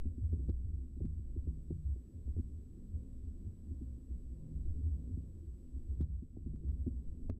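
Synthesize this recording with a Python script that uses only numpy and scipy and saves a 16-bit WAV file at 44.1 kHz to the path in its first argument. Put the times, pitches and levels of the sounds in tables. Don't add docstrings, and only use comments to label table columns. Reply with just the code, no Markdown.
import sys
import numpy as np
from scipy import signal
from scipy.fft import rfft, irfft
from scipy.io import wavfile
from scipy.ndimage import uniform_filter1d, minimum_filter1d

SR = 44100
rng = np.random.default_rng(int(sys.argv[2]) if len(sys.argv) > 2 else 0)


def voltage_ratio(level):
    return 10 ** (np.asarray(level, float) / 20)


def to_wav(sig):
    pcm = np.clip(np.atleast_2d(sig), -1, 1) * 32767
    pcm = np.round(pcm).astype(np.int16)
    wavfile.write(sys.argv[1], SR, pcm.T)


N = 325899

# f/Hz, width/Hz, lowest f/Hz, highest f/Hz
ROCK_MODES = [
    (30.2, 29, 2, 46),
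    (60.81, 4.9, 49.3, 140),
    (79.03, 12, 49, 110),
]
# t/s, level/dB
FLOW = [(0, -2), (.37, 2), (.75, -3), (1.3, 1.5), (1.7, -1), (2.3, 0.5), (2.6, 1), (3.6, 1.5), (4.2, 1),
        (4.8, 3), (5.4, 0.5), (5.95, 1), (6.25, -6.5), (6.7, 3.5), (7.1, 2.5), (7.39, 0)]
# t/s, peak level/dB, length/s
HEAVES = [(-0, -28, 0.028), (0.562, -44.5, 0.22), (1.029, -45, 0.11), (1.328, -42.5, 0.2),
          (1.586, -46.5, 0.075), (2.35, -45, 0.19), (3.76, -51, 0.19), (4.203, -47, 0.096),
          (4.66, -37.5, 0.18), (5.823, -46, 0.16), (6.524, -45, 0.056), (7.087, -39, 0.062),
          (7.266, -36, 0.099)]
# t/s, peak level/dB, length/s
SWAYS = [(0.059, -40, 0.071), (0.25, -43, 0.1), (0.519, -38, 0.38), (0.763, -40.5, 0.18),
         (1.058, -40.5, 0.2), (1.385, -37.5, 0.06), (1.501, -44, 0.053), (1.74, -45.5, 0.097),
         (1.922, -39.5, 0.14), (2.434, -42.5, 0.086), (2.992, -42.5, 0.063), (3.483, -50, 0.053),
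         (3.879, -43, 0.19), (4.132, -36.5, 0.05), (4.31, -42, 0.084), (4.578, -39.5, 0.06),
         (4.703, -41.5, 0.16), (4.917, -39, 0.095), (5.13, -41.5, 0.22), (5.51, -42, 0.08),
         (5.762, -37.5, 0.044), (5.931, -38.0, 0.095), (6.03, -43, 0.047), (6.151, -36.5, 0.093),
         (6.513, -43.5, 0.16), (6.704, -34, 0.081), (6.823, -41.5, 0.08), (6.967, -38, 0.08),
         (7.11, -43.5, 0.046), (7.328, -45.5, 0.12)]
# t/s, peak level/dB, length/s
NODS = [(0.083, -39, 0.081), (0.238, -30, 0.06), (0.334, -33.5, 0.064), (0.502, -33.5, 0.041),
        (0.658, -36, 0.043), (0.739, -39.5, 0.059), (1.017, -36, 0.025), (1.06, -40.5, 0.089),
        (1.382, -40, 0.028), (1.489, -34.5, 0.031), (1.725, -33.5, 0.028), (1.865, -36, 0.03),
        (1.91, -35.5, 0.055), (2.175, -45, 0.066), (2.292, -35, 0.043), (2.383, -36.1, 0.035),
        (2.956, -40, 0.041), (3.478, -37, 0.033), (3.71, -41, 0.05), (4.562, -44.5, 0.037),
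        (4.697, -35, 0.04), (4.871, -34, 0.15), (5.136, -35, 0.031), (5.901, -38, 0.035),
        (6.012, -29.5, 0.049), (6.176, -38, 0.023), (6.719, -37, 0.048), (6.81, -37.5, 0.033),
        (6.897, -42, 0.028), (7.287, -41, 0.031)]
CALM_DB = [-52, -56.5, -57.5]
CALM_FLOW = [.5, 0.61, 0.99]
CALM_RATE_HZ = [8.7, 8.1, 13]
CALM_SPREAD_DB = [2, 4.0, 4.5]
RISE_SHARE = 0.98

# f/Hz, level/dB, t60/s
SHELL = [(113.3, 1.5, 0.17), (200.4, -0.5, 0.059), (251, 0, 0.11), (330.4, -5.5, 0.082),
         (417.4, -15, 0.097), (516.4, -18.5, 0.049), (651, -32, 0.03), (770, -37, 0.033),
         (1016, -39, 0.044)]
# t/s, peak level/dB, upper modes/dB, edge/dB, struck region f/Hz
SHARP_KNOCKS = [(0.326, -35, -11, -44, 253), (0.485, -32, -11.5, -39, 193), (0.493, -34, -13, -25.5, 239),
                (1.003, -38, -8, -32, 323), (1.362, -39, -18.5, -40, 317), (1.469, -37, -14.5, -52, 305),
                (1.705, -32, -13, -26, 325), (1.958, -48.5, -8.5, -38, 289), (2.274, -41, -13, -34, 242),
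                (2.363, -37, -14, -33.5, 191), (5.17, -36.5, -18, -48, 189), (6.002, -28.5, -19, -50, 191),
                (6.367, -38, -13, -24, 256), (6.865, -28.5, -20.5, -44.5, 249),
                (7.243, -44.5, -12, -42, 189), (7.295, -27.5, -11, -15, 233)]
# t/s, peak level/dB, struck region f/Hz
DULL_KNOCKS = [(0.053, -37.5, 249), (0.177, -38, 248), (0.394, -40.5, 250), (0.965, -44.5, 248),
               (1.042, -33, 185), (1.191, -47.5, 240), (1.57, -45.5, 248), (2.385, -34, 250),
               (3.462, -43.5, 248), (3.709, -42.5, 250), (3.811, -39, 247), (4.107, -43.5, 270),
               (4.742, -51, 188), (5.759, -47.5, 244), (6.222, -41, 248), (6.46, -35.5, 224),
               (6.534, -39.5, 235), (6.634, -43.5, 237)]
DULL_UPPER_DB, DULL_EDGE_DB = -27, -42.5
THUMP_HZ, THUMP_T60_S, THUMP_DB = 88.8, 0.13, -7
CONTACT_CYCLES = .7

# t/s, peak level/dB, rise/s
RINGS = [(.345, -49.5, 0.025), (.46, -53.5, 0.045), (1.025, -48, .02), (1.49, -48, 0.031),
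         (1.725, -45, 0.018), (2.39, -56.5, 0.057), (4.56, -50, 0.14), (4.78, -54, 0.036),
         (4.99, -53.5, .05), (5.19, -56, 0.051), (6.025, -47.5, 0.028), (6.52, -50, 0.073),
         (6.72, -54, 0.11), (7.1, -59, 0.11)]
RING_HZ, RING_T60_S = 156, 0.39
RING_FALL_DB_S, RING_CALM_DB, SHELL_DB = 90.5, -69, -60.5

# t/s, step level/dB, sign, chatter on a held crest/ms, corner
# level/dB
TICKS = [
    (0, -43, 1, 0, -99),
    (.4941, -59, -1, .4, -53),
    (.5001, -57, 1, .5, -51),
    (1.0574, -60, -1, 0, -99),
    (6.0120, -59, -1, 1.4, -47),
    (6.0249, -61, -1, .9, -54),
    (6.5607, -62, -1, 0, -99),
    (6.6887, -60, 1, 0, -99),
    (7.2982, -57, 1, 1.0, -41),
    (7.3003, -56, -1, .7, -40),
]
CHATTER_HZ = 3500
# t/s, level/dB
GAIN = [(0, -0.5), (.493, 1.5), (.494, -1.5), (1.05, -0.5), (1.7, 1.5), (6.011, 1.5), (6.012, 13.5),
        (6.024, -12), (6.025, -3.5), (6.55, -3), (6.75, -0.5), (7.297, -0.5), (7.302, -14.5), (7.39, -7.5)]
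# f/Hz, level/dB
HISS = [(400, -26.5), (700, 3), (1100, 5.5), (2000, 0.5), (4000, -1), (7000, -1.5), (14400, -2),
        (14600, -14), (15700, -20)]
HISS_DB = -94
WHINE_HZ, WHINE_DB = 7867.13, -87
FIELD_HZ, FIRST_FLIP_S = 60.045, .0123
WARM = SR // 2


def rocking():
    out = 0
    flow_db, = curves(FLOW)
    for k, eddies in enumerate((HEAVES, SWAYS, NODS)):
        hz, width_hz, low_hz, high_hz = ROCK_MODES[k]
        swing = driven(hz, np.log(1000) / (np.pi * width_hz * 1.9), order=3)
        wander_db = CALM_SPREAD_DB[k] * walk(CALM_RATE_HZ[k])
        calm_db = CALM_DB[k] + CALM_FLOW[k] * flow_db + wander_db
        pushed = surges(eddies, calm_db) * evened(swing, hold_s=0.0071, share=1)
        out = out + between(pushed, low_hz, high_hz)
    return out


def knocks():
    span = SR // 2
    out = np.zeros(N + SR)
    dull = [(s, db, DULL_UPPER_DB, DULL_EDGE_DB, hz) for s, db, hz in DULL_KNOCKS]
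    blows = sorted(list(SHARP_KNOCKS) + dull)
    chance = rng.standard_normal((len(blows), len(SHELL)))
    push = np.zeros(span)
    contact = np.blackman(int(0.0014 * SR))
    push[:len(contact)] = contact / contact.sum()

    rings = []
    for hz, _, t60 in SHELL[:-1]:
        soft = np.hanning(int(CONTACT_CYCLES * SR / hz)) * hz / SR
        rings.append(swelling(signal.lfilter(soft, [1], push), hz, 0.53 * t60))
    body_ring = mode(push, RING_HZ, RING_T60_S).imag
    thump = swelling(push, THUMP_HZ, THUMP_T60_S)

    for (s, db, upper_db, edge_db, struck_hz), spread in zip(blows, chance):
        shell = 0
        for (hz, mode_db, _), ring, c in zip(SHELL, rings, spread):
            if hz > 370:
                ring_db = 0.77 * mode_db + (upper_db + 11.0 if hz < 580 else edge_db + 32.5)
            else:
                ring_db = -10.5 * abs(np.log2(hz / struck_hz))
            delay = int(SR * (.8 + .4 * abs(c)) / min(hz, 320))
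            shell = shell + np.sign(c) * voltage_ratio(ring_db) * np.roll(ring, delay)
        blow = shell / np.abs(shell).max() + voltage_ratio(-23.5) * body_ring - voltage_ratio(THUMP_DB) * thump
        start = int((s - .0045) * SR)
        out[start:start + span] += voltage_ratio(db - 1.0) * blow
    return out[:N]


def drumming():
    flow_db, = curves(FLOW)
    ring = evened(driven(RING_HZ, RING_T60_S / 2, order=2), hold_s=.03, share=1)
    gust_db = 0.69 * walk(7.5)
    shell = 0
    for hz, db, t60 in SHELL:
        murmur = level(driven(hz, 0.49 * t60, order=2).real, db)
        shell = shell + murmur * voltage_ratio(gust_db + 2.0 * walk(14))
    ring_swell = surges(RINGS, RING_CALM_DB + 3.5 * walk(15), RING_FALL_DB_S)
    return ring_swell * ring + voltage_ratio(SHELL_DB + flow_db) * level(shell, 3.3)


def ticks():
    steps, corners = np.zeros(N), np.zeros(N)
    near = np.arange(-60, 61)
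    for s, db, sign, chatter_ms, corner_db in TICKS:
        times = s + np.arange(0, chatter_ms / 1000 + 1e-5, 1 / CHATTER_HZ)
        times[1:] += rng.uniform(-.3, .3, len(times) - 1) / CHATTER_HZ
        steps[(times * SR).astype(int)] = sign * voltage_ratio(db + 2.5)
        if chatter_ms:
            hold = slice(int(s * SR), int(times[-1] * SR) + 8)
            steps[hold] -= steps[hold].mean()
        corners[int(s * SR) + near] -= sign * voltage_ratio(corner_db + 1.5) * np.exp(-np.abs(near) / 10)
    sagging = signal.lfilter([1], [1, -np.exp(-1 / (.004 * SR))], steps)
    return corners + sagging


def electronics():
    hz, db = np.transpose(HISS)
    freq = np.fft.rfftfreq(N, 1 / SR)
    colour = rfft(rng.standard_normal(N)) * voltage_ratio(np.interp(np.log(freq + 1), np.log(hz), db))
    treble_rms = irfft(colour * ((freq > 9000) & (freq < 14000)), N).std()
    hiss = irfft(colour, N) * voltage_ratio(HISS_DB) / treble_rms
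    t = np.arange(N) / SR
    flip = np.tanh(14 * np.sin(np.pi * FIELD_HZ * (t - FIRST_FLIP_S)))
    whine = flip * np.sin(2 * np.pi * WHINE_HZ * t)
    return hiss + level(whine, WHINE_DB)


def level(x, db):
    return x * voltage_ratio(db) / np.sqrt(np.mean(x ** 2))


def curves(table):
    s, *columns = np.transpose(table)
    return [np.interp(np.arange(N) / SR, s, c) for c in columns]


def mode(x, hz, t60):
    pole = np.exp(2j * np.pi * hz / SR - np.log(1000) / (t60 * SR))
    return signal.lfilter([1], [1, -pole], x)


def swelling(x, hz, t60):
    ring = mode(mode(x, hz, t60), hz, 0.43 * t60).imag
    return ring * np.log(1000) / (0.17 * t60 * SR)


def driven(hz, t60, order):
    z = rng.standard_normal(N + WARM)
    for _ in range(order):
        z = mode(z, hz, t60)
    return z[WARM:]


def evened(z, hold_s, share):
    slow_power = uniform_filter1d(np.abs(z) ** 2, int(hold_s * SR))
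    return level(z.real / slow_power ** (np.clip(share, 0, 1) / 2), 0)


def walk(rate_hz):
    k = int(SR / rate_hz)
    held = np.repeat(rng.standard_normal(N // k + 1), k)
    return 1.7 * uniform_filter1d(uniform_filter1d(held, k), k)[:N]


def between(x, low_hz, high_hz):
    band = signal.butter(2, [low_hz, high_hz], "band", fs=SR, output="sos")
    return signal.sosfiltfilt(band, x)


def surges(table, calm_db, fall_db_s=None):
    t = np.arange(0, N + 64, 64) / SR
    power = 0
    for s, db, length in table:
        side = length * np.where(t < s, RISE_SHARE, 2 - RISE_SHARE)
        down_db = 24 * ((t - s) / side) ** 2
        if fall_db_s:
            down_db = np.where(t > s, fall_db_s * (t - s), down_db / 4)
        power = power + voltage_ratio(db - down_db) ** 2
    return np.sqrt(voltage_ratio(calm_db) ** 2 + np.interp(np.arange(N) / SR, t, power))


def scene():
    gain_db, = curves(GAIN)
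    water = rocking() + drumming() + knocks()
    top = np.interp(np.arange(N) / SR, [.01, .04], [.019, .054])
    ahead = SR // 80
    ease = minimum_filter1d(np.minimum(1, top / (np.abs(water) + 1e-9)), 2 * ahead)
    ease = uniform_filter1d(uniform_filter1d(ease, ahead), ahead)
    return (ease * water + ticks() + voltage_ratio(gain_db) * electronics())[None]


def low_pass(x):
    return signal.sosfilt(signal.butter(12, 15740, fs=SR, output="sos"), x)


def record(dry):
    fade = np.sin(np.pi / 2 * np.clip((N - np.arange(N)) / (.006 * SR), 0, 1)) ** 2
    return low_pass(fade * dry)


dry = scene()
out = record(dry)
to_wav(out)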